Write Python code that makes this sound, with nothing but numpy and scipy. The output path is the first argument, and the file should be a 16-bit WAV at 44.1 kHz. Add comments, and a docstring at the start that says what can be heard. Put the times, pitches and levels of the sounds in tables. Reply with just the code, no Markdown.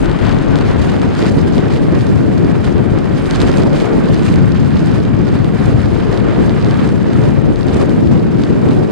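"""Blizzard on a microphone

Wind over an open shore blows straight onto a handheld pair of microphone ports. Turbulent eddies
buffet them with a low roar that pushes left and right apart, and air rushes past the body. Driven
snow hisses and ticks on the casing in flurries, and the loudest swings overload the input."""
import sys
import numpy as np
from scipy import signal
from scipy.io import wavfile

SR = 44100
rng = np.random.default_rng(int(sys.argv[2]) if len(sys.argv) > 2 else 0)


def store_pcm(level_fs):
    """Save levels as 16-bit WAV."""
    pcm = np.round(np.clip(level_fs, -1, 1) * 32767).astype(np.int16)
    wavfile.write(sys.argv[1], SR, np.atleast_2d(pcm).T)


N = 392931

# The wind at the ports. Each row: time in seconds, level in dB, bass tilt in dB per octave, lift of
# the roar's upper edge in dB, heave relative to the level in dB, left minus right in dB.
PORT_WIND = [(0, -16.5, -1, -2, -0.5, 4), (.3, -17, 1, 2, -7.5, 7), (.55, -17, -1, -0.5, -8, 4.5),
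             (.75, -15.5, 0.5, -0.5, -6, 2.5), (1.1, -16, 1, 5, -19, 3), (1.6, -17.5, 0, 0.5, -17, 3),
             (2.2, -14.5, 1, -0.5, -24, 2.5), (2.8, -16.5, 1.5, 3, -18, 6.5), (3.3, -18, 1.5, 2, -13, 2),
             (3.43, -15, 0.5, 1.5, -8, 1), (3.65, -15.5, -0.5, 1, -13, 3),
             (3.9, -19.5, -4.5, -1.5, -13, 3.5), (4.15, -14, 0, -3, -20, 2.5),
             (4.4, -14, 1.5, -7.5, -26, 6.5), (4.9, -15, 1.5, -1.5, -27, 3.5),
             (5.4, -15.5, 0, -3.5, -20, 4), (5.75, -16.5, 2.5, 2, -19, 3.5), (6.1, -19, 2.5, 8, -9, 7),
             (6.7, -15, 2, 1, -15, 3), (7.2, -13.5, 1.5, 0, -29, 3.5), (7.55, -15.5, 1, 2.5, -8, 2.5),
             (7.78, -18.5, -0.5, 2, -13, 3.5), (7.95, -15.5, 0, -0.5, -24, 5),
             (8.1, -13, -0.5, -4.5, -29, 5), (8.55, -13.5, -1.5, -5.5, -20, 2.5),
             (8.91, -17, -4, -2.5, -24, 1.5)]
# Surges and lulls. Each row: centre in seconds, length in seconds, left rise in dB, right rise in dB.
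ROAR_SURGES = [(0.135, 0.031, -2, 0.5), (0.18, 0.06, -4.5, -2.0), (0.264, 0.031, -2.5, -2),
               (0.429, 0.022, -6, -3.5), (0.474, 0.03, 2, 0), (0.524, 0.03, 2, 0), (0.768, 0.041, 4, -4.5),
               (1.003, 0.03, -2, -6), (1.112, 0.03, -5, -4), (1.162, 0.047, -4, -5.5),
               (1.232, 0.028, -0.5, 6), (1.377, 0.023, -4, 6), (1.432, 0.034, 3, 0), (1.581, 0.025, 6, 5),
               (1.656, 0.036, 0.5, 0), (1.761, 0.025, -1, 6), (1.936, 0.061, 3, 4.5), (2.1, 0.036, 0, 2),
               (2.23, 0.04, 1.5, -2), (2.614, 0.055, -3, -0.5), (2.893, 0.027, 0, 0), (3.048, 0.024, 2, -1),
               (3.168, 0.03, -2, 2), (3.213, 0.024, 1.5, 0), (3.312, 0.068, -0.5, 0.5),
               (3.392, 0.046, -5, 1.5), (3.437, 0.02, 4, -5.5), (3.637, 0.011, -1.5, 5),
               (3.876, 0.057, 1.5, -2.5), (3.941, 0.056, 3.5, 2), (4.006, 0.034, -2, 1),
               (4.225, 0.037, -3, 3.5), (4.33, 0.053, -1, 7.5), (4.425, 0.054, 1.5, 4),
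               (4.51, 0.018, -1, 4), (4.754, 0.024, 0, 8), (4.824, 0.036, -1, 2.5), (5.063, 0.03, 1, 1.5),
               (5.582, 0.021, -8, -10), (5.747, 0.025, 3.5, -1), (5.827, 0.031, 2.5, -7),
               (6.261, 0.041, 0, -1), (6.385, 0.042, 2, 6), (6.43, 0.023, 3, 2), (6.61, 0.015, -8, -4),
               (6.859, 0.038, 2.5, 0), (7.004, 0.092, -2, -3.5), (7.273, 0.13, 0.5, 1),
               (7.358, 0.039, -3, -5), (7.418, 0.022, -2, -13), (7.578, 0.07, -2.5, -5.5),
               (7.643, 0.039, -2.5, -7), (7.762, 0.029, 0, 5.5), (7.827, 0.064, 4, 4),
               (7.992, 0.041, -2, 4), (8.156, 0.04, -1.5, 2), (8.231, 0.041, -4, 2.5),
               (8.311, 0.064, -3.5, -1), (8.66, 0.036, 1, 0), (8.875, 0.057, -2.5, -2)]
# Each row: frequency in Hz, spectral density of the roar in dB.
ROAR_SPECTRUM = [(35, -47), (60, -14), (100, -2), (150, -1), (280, -3.5), (450, -10), (800, -26.5),
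                 (1400, -42.5), (2400, -54.5)]
# Each row: frequency in Hz, added left minus right of the roar in dB.
ROAR_BALANCE = [(30, 13), (120, 2), (300, -2), (700, -2), (1400, -10.5)]

def buffeting(lumpy_db=1.27, heave_band_hz=(22, 57.5)):
    """Turbulent pressure: eddies strike each port in lumps, and the largest heave below the roar."""
    level_db, bass_tilt, edge_db, heave_db, pan_db = in_time(PORT_WIND)
    surge_db = swells(ROAR_SURGES)
    level_db = level_db + surge_db - 0.06 * drift(16)
    heave_db = heave_db + 1.5 * drift(2.4)
    lumps = from_db(lumpy_db * np.array([drift(33), drift(31)]))
    edge_db = edge_db + 0.28 * surge_db.mean(axis=0) + drift(28)   # surges spread upward in frequency
    roar = 0
    for hz, pair in noise_bands(ROAR_SPECTRUM):
        tilt_db = bass_tilt * np.log2(170 / hz) + edge_db / (1 + (330 / hz) ** 4)   # big, small eddies
        balance = sides(at_hz(ROAR_BALANCE, hz))[:, None]
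        roar += pair * balance * from_db(tilt_db + 0.69 * drift(9.1))
    roar = sides(pan_db) * unit_rms(roar * lumps)
    left, right = butterworth(rng.standard_normal((2, N)), heave_band_hz, "band")
    heave = sides(8)[:, None] * [left, right - 0.7 * left]   # a push on one port pulls on the other
    return from_db(level_db) * (roar + from_db(heave_db) * unit_rms(heave))

# Each row: start in seconds, level in dB, pitch in Hz, left minus right in dB.
AIR_SLAPS = [(.772, -9, 65, 3), (1.042, -9, 121, 5), (1.192, -13, 250, 1), (1.267, -1, 250, 4),
             (1.316, -4, 170, 5), (1.372, -2.5, 223, 4), (1.415, -11, 170, 3), (1.581, -3, 334, 3),
             (1.637, -5, 150, 5), (1.751, -6, 200, -1), (1.828, -15, 153, 5), (2.164, -4, 167, 5),
             (2.447, -5, 350, 5), (2.661, -8, 139, 4), (2.818, -12, 129, 4), (2.917, -2, 140, 5),
             (3.097, -13, 121, 8), (3.433, -4, 300, 3), (3.498, -7, 200, 3), (3.635, -3, 220, 4),
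             (4.3, -2, 283, 0), (4.379, -6, 132, 5), (4.517, -6, 140, 4), (4.764, -8, 145, -1),
             (4.931, -8, 116, 11), (5.104, -21, 400, 0), (5.139, -4.5, 110, 6), (5.065, -9, 150, 0),
             (5.2, -1.5, 180, -1), (5.355, -7, 200, 3), (5.401, -5, 140, 3), (5.555, -13, 110, 0),
             (5.589, -7, 102, 7), (5.655, -4, 150, 4), (5.72, -4.5, 140, 3), (5.742, -7.5, 110, 4),
             (5.845, -3, 150, 4), (5.789, -9, 145, 7), (5.943, -13, 156, 0), (6.09, -7, 129, 15),
             (6.194, -8, 164, 6), (6.696, -17, 180, 2), (7.186, -7, 215, 4), (7.685, -9, 116, 5),
             (7.732, -5, 120, 0), (7.747, -3, 121, 1), (7.763, -4, 335, -3), (7.818, -7, 188, 5),
             (7.889, -9, 450, -4), (8.629, -6, 240, 2)]

def slaps(cycles=2.56):
    """Pressure transients: a sharp push of air on the ports swings back and dies in a few cycles."""
    out, t = np.zeros((2, N)), np.arange(2500) / SR
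    for start, level_db, hz, pan_db in AIR_SLAPS:
        push = np.sin(2 * np.pi * hz * t) * from_db(-60 * (t * hz / cycles) ** 2)
        place(out, push, start, level_db, pan_db)
    return out

# Each row: frequency in Hz, spectral density of the rush in dB.
RUSH_SPECTRUM = [(400, -8), (700, 8), (1100, 5), (1600, 3), (2500, -5.5), (4000, -14), (7000, -28),
                 (12000, -93)]

def rush(level_db, patchy_db=1.17, rasp_db=1.5):
    """Flow noise: air tearing past the body makes a broad sound whose bands partly swell together."""
    shared_swell = drift(22)
    noise = sum(pair * from_db(patchy_db * (shared_swell + 0.42 * drift(29)))
                for _, pair in noise_bands(RUSH_SPECTRUM))
    rasp = from_db(rasp_db * drift(140))
    return from_db(level_db) * unit_rms(noise * rasp)

# Each row: frequency in Hz, band gain of the snow's ticks and hiss in dB.
SNOW_SPECTRUM = [(900, 0), (2200, 3), (3500, -1), (5000, 0.5), (7000, -6.5), (10000, -9.5), (12000, -38),
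                 (15000, -47)]

def snow(level_db, treble_tilt, flakes_per_s=1500, spread_db=3, hiss_db=1, soft_hz=8500):
    """Shot noise: clumps of flakes, many faint and a few hard, each ring briefly over a fine hiss."""
    hits = rng.random(N) < flakes_per_s * from_db(3.5 * np.tanh(drift(25))) / SR
    sizes = from_db(spread_db * np.minimum(rng.exponential(1, N), 2.6)) * rng.choice([-1, 1], N)
    strikes = hits * sizes * sides(rng.normal(0, 10.6, N))
    polarity_draw, pitch_index = rng.random(N), rng.integers(0, 16, N)
    ticks = 0
    for k, hz in enumerate(np.geomspace(1200, 12000, 16)):
        # the lower the correlation, the more flakes move the ports in opposite senses
        in_phase = polarity_draw < (1 + at_hz(PORT_CORRELATION, hz)) / 2
        polarity = np.array([np.ones(N), np.where(in_phase, 1, -1)])
        rings = butterworth(strikes * polarity * (pitch_index == k), [hz / 1.25, hz * 1.25], "band")
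        band_db = at_hz(SNOW_SPECTRUM, hz) + treble_tilt * np.log2(hz / 4500)
        ticks += rings * from_db(band_db + 2.1 * drift(32))
    ticks = butterworth(ticks, soft_hz, "low")   # snow is a soft contact
    hiss = sum(pair * from_db(treble_tilt * np.log2(hz / 4500) + 2.2 * np.tanh(drift(14)))
               for hz, pair in noise_bands(SNOW_SPECTRUM))
    flutter = from_db(1.9 * np.tanh(drift(27)) + 2.26 * np.tanh(drift(52)))
    patter = unit_rms(ticks) + from_db(hiss_db) * unit_rms(hiss)
    return from_db(level_db) * unit_rms(flutter * patter)

# The flow between flurries. Each row: time in seconds, rush in dB, snow in dB, treble tilt of the
# snow in dB per octave, left minus right in dB.
BODY_FLOW = [(0.0, -31.5, -41, 4, 3), (0.27, -29, -41, -3, 3), (0.77, -28, -41.5, -2, 0),
             (1.27, -32.5, -42, -0.5, -1), (1.44, -30, -45, 0, -3.5), (1.54, -31, -42.5, -1, -3),
             (2.31, -33, -41.5, 0, -2.5), (3.2, -32, -45, -0.5, -2.5), (3.4, -24, -43.5, -2, -3),
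             (3.65, -33.5, -40.5, -1.5, -2.5), (3.85, -30.5, -38.5, -1, -1.5), (4.17, -31, -40, -2, -2.5),
             (4.52, -32.5, -40.5, -1.5, -2.5), (5.93, -32.5, -42.5, -1, -2.5), (6.38, -30, -41, -1, -3),
             (7.45, -34.5, -45, -0.5, -2.5), (7.79, -31.5, -42, -1, -2.5), (8.22, -38.5, -43.5, -1.5, -1.5),
             (8.59, -34, -43.5, -1, -1.5), (8.91, -40, -42, -2, 0)]
# Flurries and lulls. Each row: centre in seconds, length in seconds, snow rise in dB, rush rise in dB.
SNOW_FLURRIES = [(.1, 0.19, -2, 3), (0.282, 0.11, 7.5, 4.5), (.335, .04, 0, -1.5), (.6, .06, 2, 2),
                 (.7, 0.072, 6, 2), (0.83, 0.062, 7.5, 1.5), (.91, 0.066, 6, 1), (1.03, 0.034, 5, 3.5),
                 (1.22, 0.1, 9, 5), (1.275, 0.033, 7, 4.5), (1.32, 0.049, 3, -4), (1.39, 0.068, 7, -1),
                 (1.48, 0.037, 8.5, -1.5), (1.575, 0.059, 9, 0.5), (1.74, 0.059, 7.5, -3),
                 (1.99, .12, 1, 1.5), (2.475, 0.055, 0.5, 0.5), (2.654, 0.042, 4, 5.5),
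                 (2.986, 0.054, -0.5, 2.5), (3.177, 0.049, 10, 0), (3.27, 0.068, 9, -1),
                 (3.315, 0.03, 6, -0.5), (3.355, 0.028, 12, -2.5), (3.42, 0.046, 14.5, -1.5),
                 (3.48, 0.036, 9, -2.5), (3.562, 0.098, 9, 1.5), (3.79, 0.094, 7.5, 1.5),
                 (4.14, 0.022, 10.5, 1), (4.26, 0.094, 7.5, 1), (4.913, 0.13, 3, 3.5), (4.45, 0.072, -1, 0),
                 (5.13, 0.08, -4, 0.5), (5.36, 0.048, 3.5, -0.5), (5.5, 0.086, 0, -1), (5.66, 0.13, 4, 3.5),
                 (5.81, 0.045, 6.5, 3.5), (6.13, 0.1, 3, 3), (6.3, 0.12, -4, 1.5), (6.44, 0.087, 3, 0),
                 (6.56, .05, 1, 0.5), (6.655, 0.054, 2, 1), (6.74, 0.068, 2, 1.5), (6.84, 0.15, 4.5, 3.5),
                 (7.0, 0.064, -0.5, -2), (7.218, 0.19, 6, 3.5), (7.682, 0.023, 6, 0),
                 (7.75, 0.043, 7.5, 2.5), (7.81, 0.063, 6.5, 2), (7.91, 0.03, 2, 1.5), (8.144, 0.081, 3, 5),
                 (8.3, .1, -2, 2.5), (8.435, 0.18, 4, 2.5), (8.707, 0.065, 6.5, 2.5)]

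def flurries():
    """Advection: air carries the snow, so both share a side. Returns the sound and snow rise in dB."""
    rush_db, snow_db, treble_tilt, pan_db = in_time(BODY_FLOW)
    snow_rise_db, rush_rise_db = swells(SNOW_FLURRIES)
    air = rush(rush_db + rush_rise_db)
    flakes = snow(snow_db + snow_rise_db, treble_tilt - 0.5 * drift(7.5))
    return sides(pan_db) * (air + flakes), snow_rise_db

# Each row: start in seconds, level in dB, ring frequency in Hz, left minus right in dB.
PELLET_HITS = [(0.0176, -23.0, 2900.0, 11.0), (0.0585, -14, 4000.0, 3.0), (0.0961, -17, 3400.0, 1),
               (0.1151, -15, 3900.0, -3.0), (0.1637, -28, 3000.0, 5), (0.1894, -18.0, 3100.0, 7.0),
               (0.224, -20, 3000.0, 6.0), (0.2526, -15, 3400.0, 4.0), (0.2671, -18, 3500.0, 10.0),
               (0.2852, -19, 3400.0, 3.0), (0.2934, -14, 3800.0, -2.0), (0.3179, -16, 3100.0, 6.0),
               (0.3265, -15, 3700.0, -3), (0.3455, -18.0, 3600.0, 3.0), (0.3873, -16, 3500.0, -1),
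               (.4853, -22, 5200, -2), (.6804, -18, 5200, -1), (0.557, -11.5, 3500.0, 6.0),
               (0.5877, -11, 4100.0, 0.0), (0.6108, -17, 3500.0, -5), (0.8175, -21, 4100.0, -17),
               (0.8235, -20, 3700.0, 3), (0.8471, -20, 3100.0, 4.0), (0.8893, -22, 3000.0, 6.0),
               (0.9646, -21, 3400.0, -6), (1.0174, -12, 3500.0, -2.0), (1.0774, -22, 4000.0, -7.0),
               (1.1513, -15.5, 4500, 0), (1.1857, -23, 4500, 4), (1.2271, -13, 5200, -1),
               (1.3902, -18, 4900, 2), (1.6841, -21, 5200, -3), (1.2644, -16, 3700.0, -5.0),
               (1.4771, -24, 3600.0, -3.0), (1.5555, -20, 3400.0, -8.0), (1.5664, -25, 3500.0, -8.0),
               (1.581, -14, 3600.0, 7.0), (1.7151, -23, 3800.0, -1), (1.7251, -21.0, 4200.0, 3.0),
               (1.78, -21, 3500.0, 4.0), (1.9514, -20, 3800.0, -8), (2.009, -16, 3800.0, 2),
               (2.0695, -20, 3700.0, -5), (2.3875, -29, 4900, 1), (2.4467, -21.0, 4300.0, -1),
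               (2.6453, -18, 4100.0, -3.0), (2.6535, -18, 3500.0, 2.0), (2.7814, -21, 3400.0, -9.0),
               (2.9873, -18, 4500.0, 6), (3.1814, -23, 4000.0, -1), (3.2576, -15, 3300.0, 1.0),
               (3.31, -5.5, 4200.0, 7.0), (3.3519, -12.0, 3800.0, -5), (3.403, -8, 3800.0, -4.0),
               (3.417, -4.5, 4000.0, 4), (3.484, -14, 4200.0, 6.0), (3.5164, -14, 5200, -3),
               (3.5843, -15, 6300, 0), (3.572, -15, 4100.0, -7.0), (3.6346, -12, 3800.0, 4.0),
               (3.7319, -18, 4100.0, -7.0), (3.7759, -18, 4400.0, -2), (3.8016, -12, 3800.0, -4.0),
               (3.81, -19, 4000.0, 0.0), (4.0861, -19, 3400.0, -6.0), (4.1337, -19, 4200.0, 2.0),
               (4.1442, -13, 5300.0, 6), (4.165, -17, 4000.0, -7.0), (4.1946, -17, 3600.0, -4.0),
               (4.2326, -17, 3300.0, -2.0), (4.2653, -13, 4200.0, 3.0), (4.3283, -22, 3300.0, -5),
               (4.341, -19.0, 4100.0, -3.0), (4.359, -14, 4900, 6), (4.6478, -19, 4900, -5),
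               (4.8279, -26, 5000, -9), (4.8853, -24, 5000, -2), (4.7065, -22.0, 3600.0, -9),
               (4.7696, -19, 3600.0, 8), (4.7759, -22.0, 3700.0, -7.0), (5.0521, -20, 3600.0, -8.0),
               (5.2888, -20, 3400.0, -7.0), (5.4453, -15.5, 3400.0, -7), (5.804, -21.0, 3300.0, -4.0),
               (5.8585, -22, 3700.0, -3), (5.9541, -23, 3900.0, -8), (6.0013, -19, 3800.0, -9),
               (6.1274, -17, 4700.0, 1), (6.1437, -19.0, 3900.0, 2), (6.1754, -15.5, 3500.0, -8.0),
               (6.2027, -24, 3400.0, -7), (6.2861, -19, 3300.0, -1), (6.495, -13, 4000.0, 1),
               (6.6467, -15, 4000.0, -5), (6.6639, -21.0, 3600.0, 1.0), (6.7106, -13, 4400.0, -1.0),
               (6.7426, -16, 3600.0, -4.0), (6.7963, -21, 3600.0, -8.0), (6.8421, -26, 3200.0, -5),
               (6.8768, -18, 5000, 2), (6.891, -14.5, 4500, 0), (7.1333, -18, 3300.0, -4.0),
               (7.238, -20, 3700.0, -8.0), (7.5593, -17, 4100.0, 3), (7.6843, -19, 3900.0, 0.0),
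               (7.8133, -21, 3600.0, -14), (7.895, -17, 3700.0, 1.0), (8.038, -23, 5000, 2),
               (8.073, -19, 3280, 2), (8.4366, -12, 3800.0, 4), (8.6888, -16, 3500.0, 3.0),
               (8.7106, -20, 3400.0, -5.0)]

def pellets(cycles=6, knock_hz=1800, soft_hz=7370):
    """Impact excitation: each snow pellet cracks, rings for a few cycles and knocks the casing dully."""
    out, t = np.zeros((2, N)), np.arange(400) / SR
    bursts = rng.standard_normal((len(PELLET_HITS), len(t))) * np.exp(-t / 0.00086)
    cracks = 0.26 * butterworth(bursts, 1000, "high")
    knock = 0.25 * np.sin(2 * np.pi * knock_hz * t) * np.exp(-t / 0.00067)
    for (start, level_db, hz, pan_db), crack in zip(PELLET_HITS, cracks):
        modes = np.sin(2 * np.pi * hz * t) + 0.27 * np.sin(2 * np.pi * 1.23 * hz * t)
        ring = modes * from_db(-60 * t * hz / cycles)
        place(out, ring + crack + knock, start, level_db, pan_db)
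    return butterworth(out, soft_hz, "low", order=4)   # the soft contact dulls the top

def ice_grains(rise_db, grains_per_s=40, base_db=-35, spread_db=2, band_hz=(3000, 9000)):
    """Poisson impacts: sparse hard grains make thin clicks, denser and louder in the flurries."""
    hits = rng.random(N) < grains_per_s * from_db(rise_db) / SR
    size_db = base_db + 0.4 * rise_db + spread_db * np.minimum(rng.exponential(1, N), 3)
    clicks = hits * from_db(size_db) * rng.choice([-1, 1], N)
    return butterworth(clicks * sides(rng.normal(0, 7.2, N)), band_hz, "band", order=3)

# Each row: frequency in Hz, correlation of left and right from -1 to 1.
PORT_CORRELATION = [(60, -0.39), (99, -0.64), (160, -0.46), (270, -0.5), (450, -0.44), (740, 0.026),
                    (1220, 0.62), (2010, 0.68), (3330, 0.48), (5500, 0.76), (9080, -0.48), (13000, -0.5)]
# Each row: frequency in Hz, phase lead of the right port in radians.
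PORT_PHASE = [(30, -0.3), (65, 0.38), (100, 0.57), (250, 0.7), (400, 0.3), (1000, 0.57), (1500, 0.34),
              (2200, 0.75), (3200, 0.0), (5000, -0.28), (7000, -1.0)]

def noise_bands(spectrum):
    """Partial coherence: yield centre Hz and a partly correlated noise pair for each third octave."""
    white = rng.standard_normal((2, 2, N))
    low_hz, high_hz = spectrum[0][0], spectrum[-1][0]
    edges = np.geomspace(low_hz, high_hz, round(3 * np.log2(high_hz / low_hz)) + 1)
    for k, (low, high) in enumerate(zip(edges, edges[1:])):
        mid, side = butterworth(white[k % 2], [low, high], "band")
        hz = np.sqrt(low * high)
        wander = 0.076 * drift(6)   # as the flow turns
        correlation = np.tanh(np.arctanh(at_hz(PORT_CORRELATION, hz)) + wander)
        left, right = np.sqrt(1 + correlation) * mid + np.sqrt(1 - correlation) * side * [[1], [-1]]
        lead = round(at_hz(PORT_PHASE, hz) / (2 * np.pi * hz) * SR)
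        left = np.pad(left, (max(lead, 0), 0))[:N]
        right = np.pad(right, (max(-lead, 0), 0))[:N]
        yield hz, from_db(at_hz(spectrum, hz)) * np.array([left, right])

def drift(hz):
    """Random modulation: noise of rms 1 through a double one-pole low-pass at hz."""
    step, run_in = 40, 2000
    pole = np.exp(-2 * np.pi * hz * step / SR)
    noise = rng.standard_normal(N // step + run_in + 2)
    slow = signal.lfilter([1], [1, -2 * pole, pole * pole], noise)[run_in:]
    return np.interp(np.arange(N) / step, np.arange(len(slow)), unit_rms(slow))

def swells(events):
    """Gaussian envelopes in dB, summed for each column of rises; length is the width at half height."""
    t = np.arange(N) / SR
    return sum(np.outer(rises_db, np.exp(-np.log(16) * ((t - centre) / length) ** 2))
               for centre, length, *rises_db in events)

def in_time(rows):
    """Linear interpolation of each column to one value per sample."""
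    times, *columns = np.transpose(rows)
    return [np.interp(np.arange(N) / SR, times, column) for column in columns]

def at_hz(points, hz):
    """Interpolation on a log-frequency axis."""
    frequencies, values = np.transpose(points)
    return np.interp(np.log(hz), np.log(frequencies), values)

def from_db(db):
    """Decibels to gain."""
    return 10 ** (np.asarray(db) / 20)

def unit_rms(x):
    """Normalisation: the mean of the channels gets rms 1."""
    return x / np.sqrt(np.mean(np.mean(np.atleast_2d(x), axis=0) ** 2) + 1e-20)

def sides(pan_db):
    """Left and right gains for a level difference."""
    return from_db(np.multiply.outer([.5, -.5], pan_db))

def butterworth(x, hz, kind, order=2):
    """Maximally flat filtering."""
    return signal.sosfilt(signal.butter(order, hz, kind, fs=SR, output="sos"), x + 1e-18)

def place(out, sound, start, level_db, pan_db):
    """Superposition: add a panned sound at start seconds."""
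    at = round(start * SR)
    out[:, at:at + len(sound)] += from_db(level_db) * np.outer(sides(pan_db), sound)[:, :N - at]

def scene():
    """Superposition: the pressures of wind, snow and ice add at the ports."""
    snowy_air, snow_rise_db = flurries()
    return buffeting() + slaps() + snowy_air + ice_grains(snow_rise_db) + pellets()

# Narrow dips in the microphone's treble. Each row: centre in Hz, width in Hz, depth from 0 to 1.
TREBLE_DIPS = [(5694, 640, 0.79), (6920, 260, 0.68)]

def record(dry, knee=18, ceiling=0.985, cutoff_hz=15725):
    """Filtering and saturation: treble dips, bass roll-off, short-kneed overload, a steep top cut."""
    for hz, width_hz, depth in TREBLE_DIPS:
        dry = dry - depth * signal.lfilter(*signal.iirpeak(hz, hz / width_hz, fs=SR), dry)
    dry = butterworth(dry, 30, "high")
    overloaded = dry / (1 + np.abs(dry / ceiling) ** knee) ** (1 / knee)
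    top_cut = signal.cheby2(20, 50, cutoff_hz, fs=SR, output="sos")
    return np.clip(signal.sosfilt(top_cut, overloaded), -1, 1)

dry = scene()
out = record(dry)
store_pcm(out)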